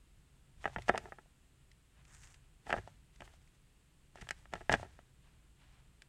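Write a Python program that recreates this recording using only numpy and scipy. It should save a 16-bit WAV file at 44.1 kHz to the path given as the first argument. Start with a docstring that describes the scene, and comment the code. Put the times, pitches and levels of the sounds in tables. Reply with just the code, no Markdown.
"""Three aubergines are laid one by one into a flexible plastic basket, close to the microphone.
Each bumps the wall, slides, lands and rocks to rest; the loaded plastic rings only for a moment,
and the whole basket wobbles under the new weight. Just as near, stalks tick and leaves rustle
as they are handled. Behind them are a quiet garden's low rumble and a faint microphone hiss."""
import sys
import numpy as np
from scipy import signal
from scipy.fft import rfft, irfft
from scipy.io import wavfile
from scipy.ndimage import uniform_filter1d

SR = 44100
rng = np.random.default_rng(int(sys.argv[2]) if len(sys.argv) > 2 else 0)


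def store_wav(level_fs):
    """Save 16-bit WAV to argv[1]."""
    pcm = np.round(np.clip(np.atleast_2d(level_fs), -1, 1) * 32767)
    wavfile.write(sys.argv[1], SR, pcm.T.astype(np.int16))


N = 268436
TIME = np.arange(N) / SR
AGE = TIME[:SR // 8]  # seconds since a contact


def undb(db):
    """Decibels to gain."""
    return 10 ** (np.asarray(db) / 20)


def unit(x):
    """Scale to rms 1."""
    return x / np.sqrt(np.mean(x ** 2))


def fade(age, t60):
    """Exponential decay, 60 dB down after t60 seconds."""
    return np.exp(-np.log(1000) * age / t60)


def add(track, start_s, sound):
    """Mix a sound into the track at start_s."""
    i = int(start_s * SR)
    track[i:i + len(sound)] += sound[:N - i]


def colour(x, spectrum):
    """Shape a sound by (frequency_hz, level_db) points; rms 1."""
    hz, db = np.transpose(spectrum)
    bins_hz = np.maximum(np.fft.rfftfreq(len(x), 1 / SR), 1)
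    gain = undb(np.interp(np.log(bins_hz), np.log(hz), db))
    return unit(irfft(rfft(x) * gain, len(x)))


def lowpass(x, hz):
    """Gentle low-pass."""
    return signal.sosfilt(signal.butter(2, hz, fs=SR, output="sos"), x)


def drift(rate_hz):
    """Smooth random wandering; rms 1."""
    hold = int(SR / rate_hz)
    steps = np.repeat(rng.standard_normal(N // hold + 1), hold)[:N]
    return unit(uniform_filter1d(steps, hold))


def grains(per_s, spread_db):
    """Random tiny slips of very unequal size; rms 1."""
    size = undb(spread_db * np.minimum(rng.exponential(size=N), 4))
    return unit((rng.random(N) < per_s / SR) * size * rng.choice([-1, 1], N))


def swell(start_s, length_s, db, attack_db_per_s, release_db_per_s):
    """Gain that reaches its level at start_s, holds for length_s, then dies away."""
    early = np.maximum(start_s - TIME, 0)
    late = np.maximum(TIME - start_s - length_s, 0)
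    return undb(np.maximum(db - attack_db_per_s * early - release_db_per_s * late, -200))


# Steady background of low garden rumble and faint microphone hiss: frequency_hz, relative_db
BACKGROUND_SPECTRUM = [(12, -28), (20, 1), (64, 1), (98, -9.5), (133, -2.5), (207, -14.5), (352, -18.5),
                       (597, -26), (1230, -26.5), (1770, -26.5), (2270, -27.5), (2760, -25.5), (5850, -36),
                       (7950, -28.5), (15500, -46)]


def rumble_and_hiss(brushing, rumble_hz=170, rumble_db=-67.5, drift_db=2.5, hiss_db=-65.5):
    """A drifting garden rumble, stronger while someone moves about, under steady microphone hiss."""
    noise = colour(rng.standard_normal(N), BACKGROUND_SPECTRUM)
    low = lowpass(lowpass(noise, rumble_hz)[::-1], rumble_hz)[::-1]  # both ways: no phase shift
    moving = undb(8.5) * uniform_filter1d(brushing, int(0.4 * SR))
    resting = undb(rumble_db + drift_db * np.tanh(drift(rate_hz=4)))
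    return unit(low) * np.hypot(resting, moving) + undb(hiss_db) * (noise - low)


def garden_echo(close, near_db=-19, near_t60=0.09, far_db=-29, far_t60=0.6, dull_hz=6000):
    """Quick scatter from the ground and basket nearby, then a faint tail from farther off."""
    age = TIME[:SR]
    onset = np.clip((age - 0.003) / 0.004, 0, 1)
    echo = 0
    for db, t60 in ((near_db, near_t60), (far_db, far_t60)):
        tail = rng.standard_normal(SR) * fade(age, t60) * onset
        echo = echo + undb(db) * tail / np.linalg.norm(tail)
    return signal.fftconvolve(close, lowpass(echo, dull_hz))[:N]


# Spectrum of a hard, dry contact at close range: frequency_hz, relative_db
TICK_SPECTRUM = [(600, -19.5), (2000, 7), (3200, 3.5), (4100, -1), (5400, 0.5), (7000, -3), (8800, -5),
                 (11000, -20.5), (13000, -25.5), (16000, -36)]


def tick(t60):
    """A short bright burst from a hard, dry contact."""
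    rise = 1 - np.exp(-AGE / 0.0004)
    return colour(rng.standard_normal(len(AGE)), TICK_SPECTRUM) * rise * fade(AGE, t60)


# Dry stalks and leaves ticking near the basket: start_s, level_db
STALK_TICKS = [(.8202, -49.5), (1.715, -59), (2.051, -59), (2.147, -57.5), (2.2283, -60.5), (2.2348, -54),
               (2.272, -56.5), (2.342, -54), (3.159, -58.5), (3.475, -65.5)]


def stalk_ticks():
    """Now and then a handled stalk gives a dry tick."""
    out = np.zeros(N)
    for start_s, db in STALK_TICKS:
        add(out, start_s, undb(db) * tick(t60=0.025))
    return out


# Spectrum of rubbed leaves at close range: frequency_hz, relative_db
LEAF_SPECTRUM = [(200, -20.5), (700, 1), (1300, 0.5), (1900, 1), (3000, -0.5), (5000, -6), (7500, -5),
                 (9000, -7), (11000, -16), (16000, -14.5)]
# A hand or an aubergine brushes the nearby leaves: start_s, length_s, level_db, cutoff_hz
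LEAF_STROKES = [(0.624, 0.014, -62, 9100), (.79, .04, -65, 12100), (.99, .12, -70, 14000),
                (1.975, 0.3, -70.5, 3030), (2.69, 0.078, -64, 10800), (3.2, .12, -70, 12930),
                (4.21, 0.15, -68.5, 11800), (4.55, 0.055, -69.5, 12000), (4.74, 0.03, -63, 11000),
                (5.265, 0.017, -71.5, 4035), (5.63, 0.17, -71.5, 4300)]


def leaf_rustle(flutter_db=3):
    """Brushed leaves slip in fine grains; returns the rustle and how hard they are brushed."""
    leaves = colour(grains(per_s=7000, spread_db=3), LEAF_SPECTRUM)
    leaves *= undb(flutter_db * drift(rate_hz=37))
    rustle, brushing = np.zeros(N), np.zeros(N)
    for start_s, length_s, db, cutoff_hz in LEAF_STROKES:
        stroke = swell(start_s, length_s, db, attack_db_per_s=294, release_db_per_s=85.5)
        rustle += lowpass(leaves, cutoff_hz) * stroke
        brushing = np.maximum(brushing, stroke)
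    return rustle, brushing


# Jerks of a stalk dragged through the nearby leaves: peak_s, level_db
STALK_JERKS = [(2.08, -76.5), (2.143, -63.5), (2.235, -62), (2.315, -69)]


def stalk_drag(rasp_hz=7000, rasp_width_hz=2800, blade_hz=1750, blade_width_hz=900, blade_db=-5):
    """Leaf hairs catch on a stalk: the same grains rasp high and sound the leaf blade lower down."""
    catches = colour(grains(per_s=3300, spread_db=4.5), LEAF_SPECTRUM)
    rasp = signal.lfilter(*signal.iirpeak(rasp_hz, rasp_hz / rasp_width_hz, fs=SR), catches)
    blade = signal.lfilter(*signal.iirpeak(blade_hz, blade_hz / blade_width_hz, fs=SR), catches)
    jerks = sum(swell(peak_s, 0, db, attack_db_per_s=335.5, release_db_per_s=229)
                for peak_s, db in STALK_JERKS)
    return (unit(rasp) + undb(blade_db) * unit(blade)) * jerks


# Slow modes of the whole basket: pitch_hz, relative_db, undamped_t60_s
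WOBBLE_MODES = [(49.7, -2.5, .35), (86, -10, 0.97), (120, -7, 0.66), (169.3, -2, 0.16), (222, -1.5, 0.095)]
# The basket flexes under a new weight: start_s, level_db
WOBBLES = [(0.651, -45), (0.763, -39.5), (.897, -41.5), (1.035, -53.5), (2.767, -40), (3.208, -53.5),
           (4.216, -47.5), (4.54, -46.5), (4.7, -35.5), (4.736, -37.5)]


def basket_wobble(ring_factor=0.6):
    """The soft basket wobbles as it takes weight; the load on its wall shortens the motion."""
    out, age = np.zeros(N), TIME[:SR // 2]
    for start_s, db in WOBBLES:
        tuning = 1 + 0.063 * rng.standard_normal(len(WOBBLE_MODES))
        for k, (hz, mode_db, t60) in enumerate(WOBBLE_MODES):
            mode = (-1) ** k * np.sin(2 * np.pi * hz * tuning[k] * age)
            add(out, start_s, undb(db + mode_db) * mode * fade(age, t60 * ring_factor))
    return out


# Modes of the basket's stiff rim: pitch_hz, max_relative_db, t60_s
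RIM_MODES = [(962, -37, .12), (1654, -29.5, 0.041), (1954, -30.5, .12), (2522, -36.5, .11),
             (2800, -37, .11), (2916, -33.5, 0.052), (3130, -37, 0.095), (3640, -41.5, 0.14)]


def basket_rim():
    """The rim's faint, longer ring, shared among its modes differently at every blow."""
    hz, db, t60 = np.transpose(RIM_MODES)
    gain = undb(db) * rng.choice([-1, 1], len(hz)) * rng.uniform(0.31, 1, len(hz))
    return gain @ (np.sin(2 * np.pi * hz[:, None] * AGE) * fade(AGE, t60[:, None]))


# Modes of the plastic wall and bottom: pitch_hz, relative_db, base_t60_s
WALL_MODES = [(150.0, -14.0, 0.05), (225.0, -8.0, 0.045), (370.0, -5.0, 0.06), (450.0, -5.0, 0.04),
              (630.0, -1.0, 0.025), (710.0, 2.0, 0.028), (840.0, 0.0, 0.032), (970.0, -10.0, 0.022),
              (1150.0, -9.0, 0.018), (1330.0, 0.0, 0.022), (1500.0, -9.0, 0.018), (1680.0, 0.0, 0.024),
              (1820.0, -1.0, 0.022), (1970.0, -4.0, 0.024), (2180.0, -10.0, 0.018), (2460.0, -8.0, 0.02),
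              (2720.0, -9.0, 0.02), (3000.0, -11.0, 0.02), (3400.0, -16.0, 0.02)]


def basket_wall(low_db, high_db, top_db, position, tuning, ring_factor):
    """The wall's answer to one push; modes with a node at the point of contact stay quiet."""
    hz, db, t60 = np.transpose(WALL_MODES)
    tilt_db = np.interp(np.log(hz), np.log([350, 750, 1700, 2000, 2500]),
                        [low_db, 0, high_db, high_db, high_db + top_db])
    gain = undb(db + tilt_db) * np.cos(np.pi * position * np.arange(len(hz)))
    age = np.maximum(AGE - 0.02 / np.sqrt(hz[:, None]), 0)  # bending waves: the lows arrive last
    push = 1 - np.exp(-age / 0.0006)  # soft flesh takes a moment to hand over its push
    modes = np.sin(2 * np.pi * tuning * hz[:, None] * age)
    return gain @ (modes * push * fade(age, t60[:, None] * ring_factor))


# Skin sliding on plastic, close to the microphone: start_s, length_s, level_db, high_modes_db
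SKIN_SLIDES = [(0.883, 0.015, -30, 0), (0.908, 0.085, -46, -8), (0.976, 0.13, -60.5, -9),
               (2.657, 0.023, -54, -4), (2.684, 0.041, -45, 0), (2.734, 0.061, -49, -1),
               (3.205, 0.11, -72, -2), (4.143, 0.067, -63, 5), (4.209, 0.0165, -53.5, 9.5),
               (4.51, 0.075, -57, -0.5), (4.602, .016, -52.5, -3.5), (4.699, 0.066, -40, 2.5),
               (4.826, 0.037, -58.5, -8)]


def aubergine_slides():
    """Smooth skin sticks and slips: dense little pushes on the wall, with a thin hiss."""
    out = np.zeros(N)
    slips = grains(per_s=1300, spread_db=6.5)
    hiss = colour(grains(per_s=3800, spread_db=3), TICK_SPECTRUM)
    for start_s, length_s, db, high_db in SKIN_SLIDES:
        span = slice(int(start_s * SR), int((start_s + length_s) * SR))
        pressure = signal.windows.tukey(span.stop - span.start, 0.5)
        wall = basket_wall(low_db=2, high_db=high_db, top_db=0, position=1, tuning=1, ring_factor=1.15)
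        rub = signal.fftconvolve(slips[span] * pressure, wall)
        rub /= np.sqrt(np.sum(rub ** 2) / len(pressure))
        hiss_db = -13.5 + 1.35 * high_db  # a brighter slide hisses more
        add(out, start_s, undb(db) * rub)
        add(out, start_s, undb(db + hiss_db) * hiss[span] * pressure)
    return out


# Aubergines meet the basket close to the microphone; flesh lands dull, a stalk bright with a tick:
# start_s, level_db, high_modes_db, tick_db (before the trim), wall_position (0 to 1)
CONTACTS = [(0.6419, -38.5, 6.5, -13.5, 0.4), (0.6552, -22.5, 1, -18.5, 0.3),
            (0.6764, -33.5, -3.5, -14, .26), (0.6973, -47, -8, -8.5, 0.3), (0.731, -51, -14, -12.5, 0.16),
            (0.761, -31, 2, -17, 0.35), (0.7833, -31, 3, -16, .05), (0.882, -30, -0.5, -3.5, 0.19),
            (0.8942, -14, -2.5, -21, .42), (0.9463, -25.5, -14, -30, 0.39), (0.9561, -34.5, 3, -11, .18),
            (0.9768, -31.5, 2.5, 9, 0.24), (1.055, -40, -7, -24.5, 0.53), (1.1213, -36.5, 4.5, -22, 0.14),
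            (1.1847, -37.5, -4.5, -27, .11), (1.258, -59.5, -16, -20, .2), (2.6664, -44, -2, -5, 0.61),
            (2.6929, -32, -13, -11, 1), (2.7031, -36.5, 11.5, -1, 0), (2.7269, -22.5, 4, -9, 0.25),
            (2.7396, -23.5, -4, -24, 0.2), (2.7641, -35, -4, -14, 0.37), (2.7839, -29, -20, -19, 0.1),
            (2.8747, -39.5, -13, -8, .2), (3.205, -41.5, 8.5, -4.5, 0.05), (3.2192, -41, 2.5, -8, 0.02),
            (3.2766, -53, 6, -6, 0.3), (3.3381, -55, -17, 0.5, .22), (4.1562, -43, -6, -1, 0.21),
            (4.27, -48.5, 5, -5, 0), (4.2889, -46, 14.5, 17, .2), (4.3078, -36.5, 14.5, 13.5, 0.15),
            (4.4554, -54, 10, -7, 0.22), (4.536, -28.5, 0, -3, 0.21), (4.5538, -31, -2.5, -14.5, 0.11),
            (4.613, -44, -1, -20.5, 0.29), (4.695, -19, 4.5, -16.5, 0.18), (4.717, -22, -5, -8, 0.23),
            (4.725, -26, 4.5, 8.5, 0.17), (4.7387, -18, 3, -9.5, .27), (4.7471, -24.5, -2, -10.5, 0.05),
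            (4.797, -38.5, -13, -21, .22), (4.8293, -34, -9, -13.5, .2), (4.9898, -46, -4, -21, 0.23),
            (6.0199, -58.5, 14.5, 18.5, .07)]


def aubergine_knocks(loaded_s=(2.6, 4.1), detune=0.053, wall_db=-0.97, tick_trim_db=-8):
    """Each bump rings wall and rim; the growing load deepens the wall's thud and damps it."""
    out = np.zeros(N)
    tunings = 1 + detune * rng.uniform(-1.2, 1, len(CONTACTS))
    for (start_s, db, high_db, tick_db, position), tuning in zip(CONTACTS, tunings):
        load = np.searchsorted(loaded_s, start_s)  # aubergines already in the basket
        force_db = db + 36.5  # relative to a usual knock
        low_db = -8 + 0.0457 * force_db + 2 * load
        top_db = 2 + 0.8 * min(tick_db + 10, 0)  # a soft contact barely reaches the highest modes
        ring_factor = 0.9 - 0.1 * load + 0.0072 * force_db
        wall = undb(wall_db) * basket_wall(low_db, high_db, top_db, position, tuning, ring_factor)
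        knock = wall + basket_rim() + undb(tick_db + tick_trim_db) * tick(t60=0.018)
        add(out, start_s, undb(db) * knock)
    return out


def scene():
    """One microphone beside the basket and the leaves, with the open garden behind."""
    aubergines = aubergine_knocks() + aubergine_slides()
    rustle, brushing = leaf_rustle()
    close = aubergines + rustle + stalk_ticks() + stalk_drag()
    close = lowpass(close, 15500)  # the microphone softens the top treble of the close sounds
    return (close + garden_echo(close) + basket_wobble() + rumble_and_hiss(brushing))[None]


def record(dry):
    """The recorder cuts the top treble steeply."""
    return signal.sosfilt(signal.ellip(10, 0.1, 70, 15950, fs=SR, output="sos"), dry)


dry = scene()
out = record(dry)
store_wav(out)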